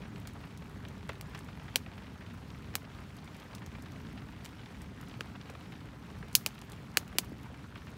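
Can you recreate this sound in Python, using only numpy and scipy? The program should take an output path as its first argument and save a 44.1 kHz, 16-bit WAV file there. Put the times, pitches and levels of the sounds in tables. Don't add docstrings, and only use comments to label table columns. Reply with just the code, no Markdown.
import sys
import numpy as np
from scipy import signal
from scipy.fft import rfft, irfft, next_fast_len
from scipy.io import wavfile
from scipy.ndimage import uniform_filter1d, map_coordinates

SR = 44100
rng = np.random.default_rng(int(sys.argv[2]) if len(sys.argv) > 2 else 0)


def log_audio(samples):
    frames = np.atleast_2d(samples).T
    limited = np.clip(frames, -1, 1)
    pcm = np.round(limited * 32767).astype(np.int16)
    wavfile.write(sys.argv[1], SR, pcm)


def boost_factor(decibels):
    exponent = np.asarray(decibels, float) / 20
    return 10 ** exponent


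N = 351477

# (time [s], strength [dB])
GUSTS = [(0.0, 1.5), (0.4, -1), (1.1, 1), (1.75, 0.5), (2.1, .5), (3.37, -1.5), (3.7, -.5), (4.13, 2.5),
         (4.5, -0.1), (5.3, 0), (6.0, 0), (6.26, 1), (6.73, -1), (7.06, .5), (7.6, -0.5), (7.97, -2)]
# (frequency [Hz], density [dB per Hz])
BOOM_SPECTRUM = [(15, -61), (25, -35), (53, -2.5), (86, -0.5), (114, -1), (194, -3), (317, -10),
                 (343, -20.5), (397, -12.5), (454, -20), (600, -33.5), (780, -55), (1320, -120)]
# (frequency [Hz], density [dB per Hz])
PATTER_SPECTRUM = [(280, -28.5), (480, -4.5), (1030, -1.5), (1140, -3), (1240, -2.5), (2250, -8),
                   (3180, -11.5), (4500, -16.5), (5850, -37), (9900, -120)]
# (frequency [Hz], density [dB per Hz])
HISS_SPECTRUM = [(2650, -29.5), (4500, -5), (5290, -1.5), (7050, -6.5), (14000, -14.5), (15100, -11.5),
                 (15700, -14)]
# (time [s], energy [dB], pitch [Hz], t60 [s])
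HEAVY_DROPS = [(0.0532, -27.5, 1220, 0.021), (0.2534, -27.5, 1390, 0.022), (0.274, -29, 1750, 0.012),
               (0.4399, -29.5, 1400, 0.018), (0.852, -25, 1600, .013), (1.092, -14, 1450, .028),
               (1.1197, -30, 1650, .014), (1.348, -20, 1500, 0.039), (1.4878, -26, 1160, 0.022),
               (1.6817, -27, 1510, .04), (1.8631, -24.4, 1300, 0.018), (1.979, -26, 1670, .034),
               (2.7403, -26.5, 1600, 0.0086), (3.2769, -29, 1600, .012), (3.6193, -25, 1260, 0.06),
               (3.7525, -26.5, 1550, 0.018), (4.176, -25.5, 1650, 0.052), (4.2194, -31, 1300, .018),
               (4.4596, -25, 1800, 0.011), (5.0297, -28, 1310, 0.029), (5.352, -26.5, 1130, 0.017),
               (5.4966, -24, 1170, 0.014), (5.552, -27.5, 1730, .013), (5.722, -26.5, 1730, 0.025),
               (6.2282, -24, 1170, 0.014), (6.62, -28, 1310, .013), (7.128, -27, 1250, .012),
               (7.5434, -31, 1800, 0.013), (7.7568, -24, 1430, .021), (7.8703, -28, 1420, .018)]
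# (time [s], peak [dB], pitch [Hz])
FAT_DRIPS = [
    (1.09, -31.5, 398),
    (2.99, -44, 264),
    (4.03, -50, 260),
    (7.15, -37, 275),
    (7.316, -34.5, 204),
    (7.502, -46, 248),
]
# (time [s], energy [dB], pitch [Hz])
SPLITS = [(4.447, -27, 5600), (0.2727, -22, 6300), (0.335, -36, 8800), (0.5749, -30.5, 7900),
          (0.885, -30, 6400), (1.0755, -42, 8400), (1.092, -27, 6600), (1.3486, -30, 5300),
          (1.377, -33, 7700), (1.3908, -29, 8350), (3.167, -33, 8700), (3.2452, -36, 8200),
          (3.3663, -35.9, 8600), (3.4006, -35, 9000), (3.55, -22.5, 7550), (3.6624, -27, 5670),
          (3.8234, -31.5, 10500), (3.9206, -34, 5700), (4.4527, -24, 6300), (4.46, -27.5, 7300),
          (4.8183, -29, 9000), (5.0125, -31.5, 9900), (5.5003, -31, 6840), (6.3293, -29, 7900),
          (6.3411, -34, 8600), (6.4875, -31, 7000), (6.5903, -35, 9000), (6.6155, -27.5, 6800),
          (6.7197, -25.5, 8200), (7.0789, -33, 10200)]
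# (time [s], energy [dB])
SAP_SPITS = [(0.1675, -47), (0.1822, -40), (0.2, -38), (0.6615, -43), (0.677, -47), (0.6959, -39),
             (1.1309, -40.5), (1.2968, -41), (1.4464, -37), (2.3442, -41), (2.3813, -46), (2.829, -43),
             (3.0053, -42), (3.3485, -40), (3.8627, -44), (3.912, -47), (4.0155, -45), (4.1282, -40),
             (4.49, -46), (4.786, -45), (5.085, -36), (5.7238, -43), (6.188, -40), (6.2827, -38),
             (6.6985, -32), (6.942, -42), (7.246, -33), (7.295, -42), (7.4318, -37), (7.904, -41)]
# (time [s], energy at the pitch [dB per kHz], pitch [Hz],
# fall below the pitch [dB per octave], fall above the pitch [dB per octave])
BURSTS = [
    (1.2112, -27.5, 2500, 2.5, 3.3),
    (1.7585, -4.5, 3250, 2, 5.8),
    (2.754, -12.5, 1800, 0, 2),
    (5.2082, -15.5, 2300, 0, 11),
    (6.3524, 1.5, 3800, 9.5, 1.6),
    (6.4625, -10.5, 3240, 0.7, 4.1),
    (6.972, -1.5, 2200, 2, 4.3),
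    (7.185, -6, 4000, 1.1, 3.8),
]
# (low edge [Hz], high edge [Hz])
POP_BANDS = [
    (240, 1000),
    (1000, 2200),
    (2200, 4000),
    (4000, 6500),
    (6500, 11000),
    (11000, 17000),
]
# (level [dB], t60 [s])
SHELTER_FLUTTER = [
    (-23.5, 0.034),
    (-34.5, 0.025),
    (-26, 0.027),
    (-29.5, 0.045),
    (-23.5, 0.04),
    (-31, 0.041),
]
# (delay [s], level [dB])
REFLECTIONS = [
    (0.0004, -1),
    (0.00065, -6),
    (0.0017, -25.5),
    (0.0024, -15.5),
]
# (frequency [Hz], gain [dB])
POP_COLOUR = [(5300, 0.5), (6600, -1), (8000, -1.5), (11000, -2), (14500, 2.5)]
# (frequency [Hz], gain [dB])
BAND_LIMIT = [(15650, 0), (15950, -11), (16500, -20), (16900, -45), (17150, -90)]

TOP_HZ, QUIET_TOP_HZ = 16000, 15850
BOOM_DB, PATTER_DB, HISS_DB = -48, -57, -70.5
PATTER_FOLLOWS, HISS_FOLLOWS = 0.15, 0.25


def unit(x):
    return x / np.sqrt(np.mean(x ** 2) + 1e-20)


def curves(rows):
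    s, *cols = np.transpose(rows)
    return [np.interp(np.arange(N) / SR, s, c) for c in cols]


def wobble(rate):
    knots = rng.standard_normal(int(N * rate / SR) + 4)
    return map_coordinates(knots, [np.arange(N) * rate / SR])


def rush(spectrum, patchy_db):
    z = signal.stft(rng.standard_normal(N + 512), nperseg=512)[2]
    field = uniform_filter1d(rng.standard_normal(z.shape), size=8, axis=0)
    field = uniform_filter1d(field, size=4, axis=1)
    x = signal.istft(z * boost_factor(patchy_db * unit(field)), nperseg=512)[1][:N]
    m = next_fast_len(N + 8192)
    f, db = np.transpose(spectrum)
    hz = np.fft.rfftfreq(m, 1 / SR)
    gain = boost_factor(np.interp(np.log(hz + 1), np.log(f + 1), db)) * (hz < QUIET_TOP_HZ)
    return unit(irfft(rfft(x, m) * gain, m)[:N])


def place(s, rows):
    at = np.round(np.asarray(s) * SR).astype(int)[:, None] + np.arange(rows.shape[1])
    return np.bincount(at.ravel(), rows.ravel(), minlength=N)[:N]


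def band(x, lo_hz, hi_hz, order=3):
    y = signal.sosfilt(signal.butter(order, [lo_hz, hi_hz], "band", fs=SR, output="sos"), x)
    return y / np.linalg.norm(y)


def quiet(x):
    return irfft(rfft(x) * (np.fft.rfftfreq(len(x), 1 / SR) < QUIET_TOP_HZ), len(x))


def taps(s, db, hz, t60, sag, rough, size):
    t = np.arange(size) / SR
    hz, t60, db = (np.asarray(v)[:, None] for v in (hz, t60, db))
    turns = hz * (t + sag * (1 - np.exp(-hz * t)) / hz)
    ragged = uniform_filter1d(rng.standard_normal((len(s), size)), size=7, axis=1).cumsum(axis=1)
    decay = boost_factor(db - 60 * t / np.maximum(t60, 0.002))
    return place(s, decay * np.sin(2 * np.pi * turns + rough * ragged))


def boom(wind_db):
    return boost_factor(BOOM_DB + wind_db + 1.0 + 0.85 * wobble(6.7)) * rush(BOOM_SPECTRUM, patchy_db=0.48)


def droplets():
    u = rng.random((9000, 2))
    size = boost_factor(-5.5 * np.log(1 - u[:, 1:]).clip(-2.2))
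    ticks = place(u[:, 0] * N / SR, size * rng.standard_normal((len(u), 24)))
    return unit(signal.sosfilt(signal.butter(1, [2600, 7500], "band", fs=SR, output="sos"), ticks))


def hiss(wind_db, gust):
    level_db = HISS_DB + HISS_FOLLOWS * wind_db - 0.24 + 1.1 * gust
    return boost_factor(level_db) * unit(rush(HISS_SPECTRUM, patchy_db=2.0) + boost_factor(-5.5) * droplets())


def patter(wind_db, gust):
    patter_db = PATTER_DB + PATTER_FOLLOWS * wind_db
    wash = boost_factor(patter_db - 1.83 + 0.95 * gust) * rush(PATTER_SPECTRUM, patchy_db=2.0)
    u, z = rng.random((5000, 2)), rng.standard_normal((5000, 2))
    hz = np.clip(1750 * np.exp(0.611 * z[:, 0]), 500, 9000)
    size_db = np.minimum(-3.5 * np.log(1 - u[:, 1]), 11) - 3 * np.log2(hz / 1000)
    t60 = 9 * np.exp(0.75 * z[:, 1]) / hz
    near = taps(u[:, 0] * N / SR, size_db, hz, t60, sag=0.66, rough=0.26, size=600)
    return wash + boost_factor(patter_db - 3.0) * unit(near)


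def rain():
    wind_db, = curves(GUSTS)
    gust = wobble(14)
    return boom(wind_db) + hiss(wind_db, gust) + patter(wind_db, gust)


def heavy_drops():
    t = np.arange(2200) / SR
    when, z = rng.random(140) * N / SR, rng.standard_normal((140, 3)).clip(-2, 2)
    light_db = -33.5 + 2.5 * z[:, 0]
    light_hz, light_t60 = 1600 * np.exp(0.2 * z[:, 1]), 0.017 * np.exp(0.35 * z[:, 2])
    drops = np.r_[HEAVY_DROPS, np.c_[when, light_db, light_hz, light_t60]]
    patches = []
    for s, db, hz, t60 in drops:
        shake = 3.0 * (t == 0) + boost_factor(-60 * t / (1.96 * t60)) * rng.standard_normal(len(t))
        patches.append(boost_factor(db + 2.9) * band(shake, hz / 4.04, hz * 1.96))
    khz = np.fft.rfftfreq(len(t), 1000 / SR).clip(0.3)
    ripple_lag_s = 0.00159
    dispersion = np.exp(2j * np.pi * 1000 * ripple_lag_s / khz)
    return place(drops[:, 0] - 0.0008, irfft(rfft(np.array(patches)) * dispersion, len(t)))


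def drips():
    s, db, hz = np.transpose(FAT_DRIPS)
    fat = taps(s + 0.00367, db - 2.5, hz, 20.0 / hz, sag=0.98, rough=0.0086, size=2600)
    u = rng.random((90, 3))
    t60 = np.full(len(u), 0.018)
    far = taps(u[:, 0] * N / SR, -50 + 7 * u[:, 1], 200 + 250 * u[:, 2], t60, sag=0.7, rough=0.01, size=2000)
    return fat + far


def tick(hz):
    t = np.arange(2200) / SR
    decay = boost_factor(-60 * t / 0.0075) + boost_factor(-12.0 - 60 * t / 0.079)

    def split():
        return 4 * (t == 0) + decay * rng.standard_normal(len(t))

    body = band(split(), hz / 2.4, min(hz * 1.34, TOP_HZ))
    return body + boost_factor(-8.5) * band(split(), 10500, TOP_HZ)


def crackles():
    rows = list(SPLITS) + [(s, db, 10500) for s, db in SAP_SPITS]
    ticks = np.array([boost_factor(db - 1.6) * tick(hz) for s, db, hz in rows])
    u = rng.random((350, 3))
    faint = np.array([boost_factor(-52.5 + 8 * b * b) * tick(5000 + 9000 * c) for a, b, c in u])
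    return place([row[0] for row in rows], ticks) + place(u[:, 0] * N / SR, faint)


def pop_shock(t):
    shock = (t == 0) + boost_factor(-9.0 - 60 * t / 0.004) * rng.standard_normal(len(t))
    for late, db in REFLECTIONS:
        shock[round(late * SR * rng.uniform(0.97, 1.03))] += boost_factor(db)
    return shock


def pop_flutter(t, levels):
    air = quiet(rng.standard_normal(len(t)))
    swell = 1 - np.exp(-t / 0.0024)
    trees = boost_factor(-54.5 - 60 * t / 0.22)
    flutter = np.zeros(len(t))
    for db, edges, (wet_db, t60) in zip(levels, POP_BANDS, SHELTER_FLUTTER):
        decay = boost_factor(wet_db - 60 * t / t60) + trees
        flutter += boost_factor(db) * swell * decay * unit(band(air, *edges))
    return flutter


def pops():
    t, rows = np.arange(8800) / SR, []
    hz = np.fft.rfftfreq(len(t), 1 / SR).clip(150)
    lo, hi = np.transpose(POP_BANDS)
    lows_late = np.exp(2j * np.pi * 480 / hz) * hz ** 2 / (hz ** 2 + 300 ** 2)
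    for s, top_db, pitch_hz, below, above in BURSTS:
        def slope(f):
            fall = np.maximum(below * np.log2(pitch_hz / f), above * np.log2(f / pitch_hz))
            return top_db - fall + np.interp(f, *np.transpose(POP_COLOUR))

        levels = slope(np.sqrt(lo * hi)) + 10 * np.log10((hi - lo) / 1000)
        shock = pop_shock(t)
        colour = boost_factor(slope(hz)) / np.sqrt(uniform_filter1d(np.abs(rfft(shock)) ** 2, size=450))
        blow = irfft(rfft(np.roll(shock, shift=44)) * colour * lows_late, len(t))
        blow *= boost_factor(-0.03) * np.linalg.norm(boost_factor(levels)) / np.linalg.norm(blow)
        rows.append(blow + np.roll(pop_flutter(t, levels), shift=44))
    return place([row[0] - 0.0009 for row in BURSTS], np.array(rows))


def scene():
    return (rain() + pops() + quiet(heavy_drops() + drips() + crackles()))[None]


def band_limit(x):
    return signal.sosfilt(signal.butter(12, 17120, fs=SR, output="sos"), x)


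def record(dry):
    x = signal.sosfilt(signal.butter(2, 38, "high", fs=SR, output="sos"), dry)
    ceiling = 1.2
    x = x / (1 + np.abs(x / ceiling) ** 6) ** (1 / 6)
    m = next_fast_len(N + 8192)
    gain = boost_factor(np.interp(np.fft.rfftfreq(m, 1 / SR), *np.transpose(BAND_LIMIT)))
    mix = irfft(rfft(x, m) * gain, m)[:, :N]
    return band_limit(mix)


dry = scene()
out = record(dry)
log_audio(out)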